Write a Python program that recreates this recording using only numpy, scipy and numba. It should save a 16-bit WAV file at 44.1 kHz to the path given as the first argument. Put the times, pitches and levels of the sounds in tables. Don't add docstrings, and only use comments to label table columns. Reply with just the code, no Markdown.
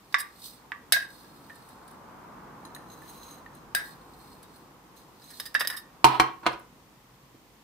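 import sys
import numpy as np
from scipy import signal
from scipy.fft import rfft, irfft, next_fast_len
from scipy.io import wavfile
from scipy.ndimage import uniform_filter1d
from numba import njit

SR = 44100
rng = np.random.default_rng(int(sys.argv[2]) if len(sys.argv) > 2 else 0)


def invert_db(level):
    return 10 ** (np.asarray(level, dtype=float) / 20)


def unload_wav(signal):
    wavfile.write(
        sys.argv[1],
        SR,
        np.round(np.clip(np.atleast_2d(signal).T, -1, 1) * 32767).astype(np.int16),
    )


N = 336483

GLASS_BANDS_HZ = [(550, 3000), (3000, 7000), (7000, 16500)]
LOOSE_DB, HELD_DB = 3.0, 1.5
LID_PAN_DB = -4


def set_rms(x, db):
    return x * invert_db(db) / np.sqrt(np.mean(x ** 2))


def pan(x, db):
    return x * invert_db(np.array([[db], [-db]]) / 2)


def colour(points, channels=2):
    hz, db = np.transpose(points)
    size = next_fast_len(N)
    bin_hz = np.arange(size // 2 + 1) * SR / size
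    gain = invert_db(np.interp(np.log(bin_hz + 1), np.log(hz), db, -80, -80))
    return irfft(rfft(rng.standard_normal((channels, size))) * gain, size)[:, :N]


def band(x, lo_hz, hi_hz):
    edges_hz = [lo_hz, min(hi_hz, .45 * SR)]
    return signal.sosfilt(signal.butter(3, edges_hz, "band", fs=SR, output="sos"), x)


def walk(rate):
    k = int(SR / rate)
    held = np.repeat(rng.standard_normal(N // k + 1), k)
    return uniform_filter1d(uniform_filter1d(held, k), k)[:N]


@njit
def resonate(x, poles, gains):
    out = np.zeros((2, len(x)))
    for k in range(len(poles)):
        z = 0j
        for i in range(len(x)):
            z = z * poles[k] + x[i] + 1e-18
            out[0, i] += (gains[0, k] * z).imag
            out[1, i] += (gains[1, k] * z).imag
    return out


def ring(force, modes, chance, scatter_db, spread, split):
    hz, db, t60 = np.repeat(modes, 3, axis=0).T
    count = len(hz)
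    hz = hz * (1 + split * chance[2, :count])
    poles = np.exp(2j * np.pi * hz / SR - np.log(1000) / (t60 * SR))
    phase = spread * chance[1, :count] * np.minimum(hz / 1200, 1)
    gains = invert_db(db + scatter_db * chance[0, :count]) * np.exp(np.outer([1j, -1j], phase))
    return resonate(force, poles, gains)


def hits(events, modes, bands_hz, cracks_db, crack_ms, tail_db, tail_ms, scatter_db, spread, split,
         pan_db, size=13000):
    out = np.zeros((2, N + size))
    ms = np.arange(size) / SR * 1000
    modes = np.array(modes)
    for s, db, second_db, third_db, chatter_ms in events:
        noise, chance = rng.standard_normal((3, size)), rng.standard_normal((3, 3, 60))
        contact = ms / chatter_ms
        force = noise[0] * contact * np.exp(-contact)
        force[8] += 3.5 / chatter_ms * np.sqrt(np.sum(force ** 2))
        fade = np.exp(-ms / (crack_ms + chatter_ms)) + invert_db(tail_db) * np.exp(-ms / tail_ms)
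        crack = (.62 * noise[0] + noise[1:]) * np.minimum(contact, 1) * fade
        start = int(s * SR)
        for k, (lo_hz, hi_hz) in enumerate(bands_hz):
            inside = modes[(modes[:, 0] >= lo_hz) & (modes[:, 0] < hi_hz)]
            tone = band(ring(force, inside, chance[k], scatter_db, spread, split), lo_hz, 2 * hi_hz)
            snap = band(crack, lo_hz, hi_hz)
            part = tone / np.abs(tone).max() + invert_db(cracks_db[k]) * snap / np.abs(snap).max()
            out[:, start:start + size] += part * invert_db(db + (0, second_db, third_db)[k])
    return pan(out[:, :N], pan_db)


def slides(rows, fade_db_s):
    t, power = np.arange(N) / SR, 0
    for s, swell_s, hold_s, db in rows:
        swell_db = 30 * np.maximum(s - t, 0) / swell_s
        release_db = fade_db_s * np.maximum(t - s - hold_s, 0)
        power = power + invert_db(2 * (db - swell_db - release_db))
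    return np.sqrt(power)


def grains(gain, span_s, modes, rate, scatter_db, dry_db, lo_hz, hi_hz, pan_db, split):
    start, stop = (int(s * SR) for s in span_s)
    gain = gain[start:stop]
    shape = (4, len(gain))
    strength = invert_db(scatter_db * np.minimum(rng.exponential(size=shape), 4))
    density = rate / SR * np.array([[1], [20], [20], [20]])
    ticks = (rng.random(shape) < density) * strength * rng.standard_normal(shape) * gain
    body = band(ring(ticks[0], np.array(modes), rng.standard_normal((3, 90)), 0, 0.98, split), lo_hz, 14000)
    patter = band(ticks[1] + ticks[2:], lo_hz, hi_hz)
    body, patter = (x * np.sqrt(np.mean(gain ** 2) / np.mean(x ** 2)) for x in (body, patter))
    out = np.zeros((2, N))
    out[:, start:stop] = pan(body + invert_db(dry_db) * patter, pan_db)
    return out


# t/s, level/dB
CAR_PASS = [(0, -57.5), (1.0, -53), (1.6, -51), (2.1, -46.5), (2.55, -45.5), (3.0, -48), (3.6, -49.5),
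            (4.2, -50.5), (4.8, -54.5), (6.2, -54), (6.9, -58.5), (7.63, -60)]
# f/Hz, level/dB per Hz
STREET_SPECTRUM = [(15, -51.5), (25, -26.5), (43, -7), (76, -11.5), (106, -11.5), (139, -7), (311, -7.5),
                   (410, -11.5), (500, -9.5), (604, -10.5), (840, -3), (1050, -1.5), (1350, -7.5),
                   (2460, -25), (3500, -38.5), (4550, -59.5), (7700, -120)]


def car():
    t, (s, db), out = np.arange(N) / SR, np.transpose(CAR_PASS), 0
    engine_db = -64 + 5.5 * np.exp(-((t - 3.45) / 0.74) ** 2)
    body_db = -47 + 0.76 * (np.interp(t - 0.11, s, db) - db.max())
    tyre_db = np.interp(t, s, db)
    layers = [(28.85, 99, 0.19, engine_db - 4.5), (79.0, 513, 0.29, body_db), (530, 8500, 0.72, tyre_db)]
    for lo_hz, hi_hz, width, layer_db in layers:
        mid, side = colour(STREET_SPECTRUM)
        part = band(mid + width * side * np.array([[1], [-1]]), lo_hz, hi_hz)
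        out = out + set_rms(part, 0) * invert_db(layer_db + 0.67 * walk(4.8))
    engine_hz = 53 * (1 + 0.01 * walk(0.66))
    drone = np.sin(2 * np.pi * np.cumsum(engine_hz) / SR)
    return out + drone * invert_db(engine_db - 2.0 + 1.2 * walk(4.9))


# full at t/s, swell/s, hold/s, rms level/dB
LEANING_ARM = [
    (0, .05, .08, -59.5),
    (7.08, .5, .3, -59.5),
]


def table_hum():
    hum_hz, half_width_hz = 126, 9
    mode = band(rng.standard_normal(N), hum_hz - half_width_hz, hum_hz + half_width_hz)
    return set_rms(mode, 0) * slides(LEANING_ARM, 164)


# f/Hz, level/dB per Hz
HISS_SPECTRUM = [(880, -27), (1500, -11.5), (1780, -3), (4550, -8.5), (4930, -8.5), (10900, -14.5),
                 (12800, -11.5), (14800, -11), (15900, -22.5), (16400, -44.5)]


def hiss():
    return set_rms(colour(HISS_SPECTRUM), -59.0)


# full at t/s, swell/s, hold/s, rms level/dB
JAR_SLIDES = [(.12, .3, .24, -62.5), (.455, .14, 0.0082, -39.5), (1.1, 0.15, 0.11, -55.5),
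              (1.25, .3, .48, -60), (1.8, 0.11, .15, -67), (3.85, 0.09, 0.029, -48),
              (4.22, 0.61, 0.12, -58.5), (4.58, 0.66, 0.0085, -60), (4.963, 0.00593, 0.012, -54.5),
              (5.33, 0.33, 0.12, -50), (5.75, 0.16, .02, -57), (6.08, .03, 0.081, -54)]
# f/Hz, level/dB, t60/s
GLASS_WALL = [(3750, 4, 0.06), (4150, 2, 0.054), (4600, 0, .06), (5000, 1, 0.062), (6260, 2, 0.057),
              (8000, -0.5, .05), (8400, 1, 0.066), (9900, -8.5, 0.037), (10500, -10, .04),
              (11310, -12, 0.036), (12800, -5, .05), (13500, -4, .04), (14400, -3, .04)]


def oats_in_jar():
    gain = slides(JAR_SLIDES, 171)
    return grains(gain, (0, 6.3), GLASS_WALL, rate=700, scatter_db=2.5, dry_db=-1,
                  lo_hz=3600, hi_hz=21000, pan_db=-4.0, split=.012)


# t/s, level/dB, middle re level/dB, treble re level/dB, chatter/ms
LID_RATTLES = [(.125, -43.5, 9.5, 2, 2.8), (.184, -34, 5, 7.5, 6), (.198, -28, 0.5, 8, 5.7),
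               (5.219, -53, 6.5, -12.5, 3), (5.304, -44.5, 5, 7, 4.6), (5.334, -48.5, 2, -12, 4),
               (5.399, -26, 7, 4, 2.36), (5.456, -35.5, 6.5, 9.5, 5.6), (5.543, -29, 1, 3.5, 1.1),
               (5.5495, -8, -8, -20, 2.05), (5.560, -15, -25, -20, 2), (5.596, -26, 4, 6, 5.2),
               (5.607, -11, -7, -9, 4), (5.649, -24, -7, -10, 2.5), (5.673, -22.5, 8, 12, 1.1),
               (5.700, -21, -0.5, -2, 3.8), (5.725, -27, -9, -9, 8.8), (5.765, -31.5, 1.5, 5, 8)]
# t/s, level/dB
CLASP_JINGLES = [
    (6.044, -30.5),
    (6.057, -42.5),
    (6.2, -37.5),
    (6.465, -53),
    (6.52, -61),
    (6.593, -61),
]
# middle/dB, treble/dB, chatter/ms
JINGLE_TINT = (3, 17, 3.5)
# f/Hz, level/dB, t60/s
LID_MODES = [(618, -6.5, 0.024), (1200, -2.5, 0.11), (1460, -5, 0.14), (1620, -9, 0.088), (1726, 15, 0.056),
             (1900, -1, 0.12), (1840, 8.5, 0.12), (2117, -11.5, .04), (2840, -8.5, 0.064),
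             (2985, -59.5, 0.067), (3830, 7.5, 0.08), (4020, -10, 0.045), (4550, -22.5, .03),
             (4883, 13, .04), (5250, 14, .035), (5740, -26, .04), (8100, -5.5, .03), (8500, -50, 0.013),
             (9860, -0.5, 0.028), (10650, -6, 0.032), (11400, -10, 0.063), (13100, -18, 0.05),
             (13800, -2, .03), (14490, -12, .03)]


def lid_rattles():
    events = LID_RATTLES + [(*row, *JINGLE_TINT) for row in CLASP_JINGLES]
    return hits(events, LID_MODES, GLASS_BANDS_HZ, (-13, -5, -3), crack_ms=2.8, tail_db=-14, tail_ms=26,
                scatter_db=LOOSE_DB, spread=1.0, split=0.015, pan_db=LID_PAN_DB)


# t/s, level/dB, middle re level/dB, treble re level/dB, chatter/ms
LID_BUMPS = [
    (.143, -1.5, -10.5, -26, 0.6),
    (.719, -15.5, -18, -34.5, 0.41),
]
# f/Hz, level/dB, t60/s
HINGE_MODES = [(630, -40, 0.044), (1148, 0, 0.14), (1340, -10, .07), (1500, -9, .08), (1620, -1.5, 0.145),
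               (1718, 3.5, 0.1), (1830, 1, 0.067), (1930, 5.5, 0.041), (2040, -5, .1), (2256, -7.5, .1),
               (2870, -14, 0.043), (3740, 8, 0.03), (4510, -11, .04), (5020, -4, .04), (5300, 0, 0.04),
               (7800, -6, 0.045), (9870, -6.5, .04), (11290, -13.5, .04)]


def lid_bumps():
    return hits(LID_BUMPS, HINGE_MODES, [(980, 3000)] + GLASS_BANDS_HZ[1:], (-13, -4, -4), crack_ms=3.4,
                tail_db=-18.0, tail_ms=30, scatter_db=HELD_DB, spread=1.0, split=0.017, pan_db=-3.5)


# t/s, level/dB, f/Hz, t60/s
FREED_MODES = [(.143, -20, 1163, .28), (.146, -20.5, 1405, 0.058), (.72, -33, 1500, .08),
               (.968, -38, 1141, .1), (5.553, -23, 3776, .06), (5.550, -27, 5350, .05),
               (5.598, -28, 5180, .07), (5.609, -25, 3700, .06), (5.650, -29.5, 3770, .06),
               (5.673, -20, 5020, .055), (5.703, -29, 5140, .05), (5.773, -30.5, 3740, 0.097),
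               (6.044, -15.5, 1262, 0.31), (6.046, -16, 1058, .3), (6.203, -26, 1061, .24),
               (6.24, -24, 1085, .3), (6.199, -21, 3100, .035), (6.199, -20, 4130, .03),
               (6.199, -20, 2323, .07), (6.465, -14, 725, 0.11), (6.466, -27, 482, 0.1),
               (6.47, -23, 2620, .03), (.144, -24, 3720, .05), (5.612, -30, 1850, .6),
               (5.612, -24, 1250, .06), (5.552, -27, 2700, .025), (5.61, -26, 2800, .04),
               (6.045, -20, 410, .15), (6.2, -20, 1450, .15), (6.046, -20, 1480, .2), (6.045, -16, 780, .2),
               (.926, -21, 4980, .12), (.929, -23, 2550, .05), (1.5, -41, 1800, .3), (3.755, -30, 3780, .2),
               (.72, -31, 1180, .16), (.143, -32, 640, .03), (.72, -34, 2000, .12), (5.55, -12, 1600, .03),
               (5.22, -48, 4050, .15), (5.277, -46, 4100, .12), (5.335, -45, 4150, .12),
               (5.32, -45, 1900, .06), (5.65, -36, 600, .03), (.966, -17, 1650, .07), (6.047, -20, 930, .4),
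               (6.2, -17, 735, .2)]


def pings():
    out = 0
    for s, db, hz, t60 in FREED_MODES:
        out = out + hits([(s, db, 0, 0, 1.8)], [(hz, 0, t60)], [(hz / 2, 2 * hz)], (-40,), crack_ms=1,
                         tail_db=-40, tail_ms=5, scatter_db=1.5, spread=0.9, split=.012, pan_db=LID_PAN_DB)
    return out


# t/s, level/dB, centre f/Hz, fade/ms
ROUGH_CONTACTS = [(.924, -27, 4800, 10), (3.751, -36, 5000, 14), (.43, -42, 3900, 20), (.45, -39, 4300, 25),
                  (.4, -52, 4500, 15), (5.553, -30, 2700, 12), (5.575, -36, 1250, 30),
                  (5.612, -30, 2500, 14), (5.65, -33, 2600, 8), (5.69, -36, 1200, 30),
                  (5.675, -32, 2900, 14), (5.735, -38, 1300, 30), (5.373, -48, 4100, 10),
                  (5.303, -47, 4100, 10), (6.201, -10, 1000, 6), (6.425, -38, 850, 14),
                  (6.445, -33, 1150, 12), (6.467, -20, 3000, 9), (6.468, -17, 1300, 14),
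                  (6.51, -30, 1200, 18), (6.525, -36, 3000, 12), (6.06, -24, 330, 60), (6.21, -29, 340, 50),
                  (6.48, -28, 450, 40), (.143, -11, 1600, 3), (5.4, -31, 5000, 5), (6.528, -40, 4800, 10),
                  (3.751, -30, 12800, 8), (3.76, -26, 1700, 20), (6.045, -28, 8500, 10),
                  (6.045, -30, 13000, 12), (6.05, -27, 3900, 14), (6.2, -33, 11500, 8),
                  (5.77, -38, 13500, 14), (.2, -37, 5300, 10), (.965, -26, 1650, 5), (6.07, -24, 1100, 4)]


def splashes(size=9000):
    out, ms = np.zeros((2, N + size)), np.arange(size) / SR * 1000
    width, alike = 1.35, 0.7
    for s, db, hz, fade_ms in ROUGH_CONTACTS:
        noise = rng.standard_normal((3, size))
        burst = band(alike * noise[0] + noise[1:], hz / width, hz * width)
        burst = burst * (1 - np.exp(-4 * ms / fade_ms)) * np.exp(-ms / fade_ms)
        start = int(s * SR)
        out[:, start:start + size] += burst / np.abs(burst).max() * invert_db(db)
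    return pan(out[:, :N], LID_PAN_DB)


# t/s, level/dB near 1.6 kHz, middle re level/dB, treble re level/dB, chatter/ms
SPOON_CLINKS = [
    (.9225, -7.5, 2.5, 9, 1.14),
    (.931, -10, -10, -20, 2.2),
    (.964, -16, -20, -20, 1.5),
    (.974, -20, -14, -20, 1.2),
    (1.002, -30, -8, -12, 2),
    (1.015, -33, -7, -9, 11.4),
    (1.244, -50, 0, -17, 3.7),
    (3.749, -11, -2.5, 3, 1),
    (3.790, -25, -13, -18, 9),
]
# t/s, level/dB
SPOON_GRAZES = [
    (1.555, -54),
    (1.66, -66),
    (1.688, -53.5),
    (1.878, -52),
    (1.91, -55),
    (4.429, -49),
]
# middle/dB, treble/dB, chatter/ms
GRAZE_TINT = (2.5, 11.3, 2.6)
# f/Hz, level/dB, t60/s
JAR_MODES = [(724, -7, 0.035), (1141, -40.5, 0.035), (1532, -7, 0.3), (1587, -2.5, .18), (1654, 1.5, 0.22),
             (1630, 3, 0.28), (1690, -1.5, .15), (1776, 0.5, 0.21), (1900, -7, 0.17), (2000, -8, .2),
             (2190, -3.5, 0.075), (2524, -3, 0.045), (3130, -12, .035), (3560, -10.5, .12), (3780, -6, 0.2),
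             (3890, -5.5, .1), (4176, -11, .07), (4660, -4, 0.045), (4880, -1.5, 0.1), (5350, -5, 0.05),
             (5670, -5.5, .04), (6293, -36, .06), (6930, -36, 0.057), (7730, 3.5, 0.081), (8540, 7, 0.06),
             (8900, 0.5, 0.069), (10430, 14.5, 0.022), (10800, -10, 0.057), (11430, -59.5, .06),
             (12810, -1, 0.05), (13690, -29.5, .06), (13300, -1.5, .05), (15510, -34, 0.042)]


def spoon_on_jar():
    events = SPOON_CLINKS + [(*row, *GRAZE_TINT) for row in SPOON_GRAZES]
    return hits(events, JAR_MODES, GLASS_BANDS_HZ, (-21, 1, -3), crack_ms=1.5, tail_db=-13, tail_ms=28,
                scatter_db=HELD_DB, spread=1.3, split=0.013, pan_db=-2)


# t/s, level/dB, middle re level/dB, treble re level/dB, chatter/ms
CHINA_TICKS = [(1.498, -34, -22, -26, 4.2), (2.651, -49.5, 17, 11, 1.49), (2.748, -43.5, 16.5, 13, 1.2),
               (2.763, -33.5, -7, -6, 1.5), (4.561, -60, 6, 17, 2), (2.7, -53, 5, -13, 2),
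               (2.924, -57, 12, 5, 2), (3.02, -40.5, -13, -4, 1.6), (3.094, -55.5, 17, 21, 4.3),
               (3.462, -35, -15, -22, 1.2), (3.231, -56, 23, 15, 1.5), (2.9, -58, 19, 10, 1.5),
               (2.988, -64, 16, 16, 1.5), (3.158, -59, 17, 8, 1.5), (3.219, -59, 18, 6, 1.5),
               (3.135, -61, 17, 6, 1.5), (3.343, -64, 14, 14, 1.5), (3.38, -64, 16, 14, 1.5),
               (3.255, -62, 17, 8, 1.5), (3.549, -55.5, -16, 14, 2), (4.189, -58, -16, 13, 2.8),
               (3.308, -64, 16, 8, 1.5), (3.289, -57, 20, 10, 1.6)]
# f/Hz, level/dB, t60/s
BOWL_MODES = [(1780, -13, 0.11), (1860, -18, 0.042), (3960, -6, 0.093), (4090, 5.5, 0.045),
              (6420, 6, 0.091), (6800, 4, .04), (8030, -0.5, 0.043), (9560, -1, 0.09),
              (10200, -21.5, 0.033), (10800, -10, .04), (12400, -8, .03), (13100, -2, .06),
              (13800, -1.5, .04)]


def bowl_ticks():
    return hits(CHINA_TICKS, BOWL_MODES, GLASS_BANDS_HZ, (-8, -9, -7), crack_ms=2.5, tail_db=-20, tail_ms=16,
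                scatter_db=LOOSE_DB, spread=1.0, split=0.0152, pan_db=-2.5)


# full at t/s, swell/s, hold/s, rms level/dB
BOWL_SLIDES = [
    (2.7, .6, 0.15, -65),
    (2.92, 0.071, .01, -50.5),
    (3.08, 0.32, 0.099, -47.5),
    (3.23, 0.11, .12, -49),
    (3.55, 0.09, 0.008, -57.5),
    (4.965, .01, .015, -57),
    (5.23, .08, .17, -55),
]


def oats_in_bowl():
    gain = slides(BOWL_SLIDES, 260)
    return grains(gain, (2.6, 5.6), BOWL_MODES, rate=600, scatter_db=2.8, dry_db=-5,
                  lo_hz=2200, hi_hz=16650, pan_db=-2.8, split=.012)


# t/s, level/dB near 1 kHz, bass re level/dB, treble re level/dB, chatter/ms
LANDINGS = [
    [(6.043, 6, -16.5, -5.5, 1.04), (6.057, -27, -6, -11, 1.2)],
    [(6.198, 3.5, -17.5, -7, 0.87)],
    [(6.432, -32, -12, -11, 4.3), (6.458, -21, -11, -16, 3), (6.464, -5.5, -12.5, -5, 1.4),
     (6.528, -34, -1, -2.5, 7), (6.60, -42, -2, -10, 1.9)],
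    [(7.345, -61.5, 20, 3, 4.4)],
]
# f/Hz, extra level/dB, ring time factor/1
LANDING_SPOTS = [
    (948, 11.5, 1.3),
    (1090, 10, 1.4),
    (1433, 22, 1.5),
    (236, 27, 0.54),
]
# f/Hz, level/dB, t60/s
TABLE_MODES = [(59.4, -16.5, .12), (130.8, -13.5, 0.63), (236, -14.5, 0.15), (329, 1, 0.08),
               (430, -19, 0.11), (552, -33, .05), (743, 0, 0.14), (931, -2.5, 0.1), (1005, 1.5, 0.12),
               (1053.7, 1.5, 0.077), (1097, -3.5, 0.13), (1251, 8.5, 0.034), (1386, -10.5, 0.074),
               (1490, -8.5, 0.1), (1640, -10, 0.15), (1890, -22, .08), (2175, -12.5, .12), (2400, -7, 0.06),
               (2634, -10, 0.046), (2840, -11, 0.06), (3150, -8.5, 0.062), (3440, -14, 0.06),
               (4100, -9, 0.045), (4260, -13.5, .06), (5120, -32.5, 0.025), (5800, -36, 0.046),
               (6600, -23, .05)]
TABLE_PAN_DB = -1.5


def freed(modes, spot_hz, extra_db, longer):
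    hz, db, t60 = np.transpose(modes)
    near = np.exp(-(np.log(hz / spot_hz) / .05) ** 2)
    return np.transpose([hz, db + extra_db * near, t60 * (1 + (longer - 1) * near)])


def knocks():
    wood_bands_hz = [(670, 2000), (45, 500), (2000, 7500)]
    out = 0
    for landing, spot in zip(LANDINGS, LANDING_SPOTS):
        out = out + hits(landing, freed(TABLE_MODES, *spot), wood_bands_hz, (-12, -24, -3), crack_ms=6.2,
                         tail_db=-23, tail_ms=25, scatter_db=1.5, spread=0.93, split=0.014,
                         pan_db=TABLE_PAN_DB)
    return out


# full at t/s, swell/s, hold/s, rms level/dB
BASE_GRINDING = [
    (6.075, 0.027, 0.08, -25),
    (6.2, .05, 0.081, -36),
    (6.46, 0.028, 0.039, -32),
]


def rocking():
    gain = slides(BASE_GRINDING, 328)
    return grains(gain, (6.04, 6.9), freed(TABLE_MODES, *LANDING_SPOTS[0]), rate=2500, scatter_db=0.93,
                  dry_db=-10.0, lo_hz=680, hi_hz=3600, pan_db=-2.9, split=0.016)


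@njit
def walls(x, lags, gain, damp):
    line, soft, out = np.zeros((8, 4096)), np.zeros(8), np.zeros((2, x.shape[1]))
    for i in range(x.shape[1]):
        total = 1e-18
        for k in range(8):
            soft[k] += (1 - damp) * (gain[k] * line[k, (i - lags[k]) & 4095] - soft[k])
            total += soft[k]
            out[k % 2, i] += soft[k]
        for k in range(8):
            line[k, i & 4095] = x[k % 2, i] + soft[k] - total / 4
    return out


def kitchen_echo(near):
    t60_s, damp, echo_db = 0.32, 0.36, -15
    lags = np.array([433, 587, 701, 883, 1031, 1259, 1487, 1811])
    return invert_db(echo_db) * walls(band(near, 300, 16500), lags, invert_db(-60 * lags / SR / t60_s), damp)


def scene():
    near = oats_in_jar() + lid_rattles() + lid_bumps() + pings() + splashes()
    near += spoon_on_jar() + bowl_ticks() + oats_in_bowl()
    near += knocks() + rocking()
    return near + kitchen_echo(near) + car() + table_hum()


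def low_pass(x):
    return signal.sosfilt(signal.butter(12, 16530, fs=SR, output="sos"), x)


def record(dry):
    dip_hz, dip_width_hz, dip_depth = 6870, 2400, 0.66
    shaded = signal.lfilter(*signal.iirpeak(dip_hz, dip_hz / dip_width_hz, fs=SR), dry)
    wet = dry - dip_depth * shaded
    wet = np.tanh(0.73 * (wet + hiss())) / 1.139
    wet = signal.sosfilt(signal.ellip(6, .2, 28, 15520, fs=SR, output="sos"), wet)
    return low_pass(wet)


dry = scene()
out = record(dry)
unload_wav(out)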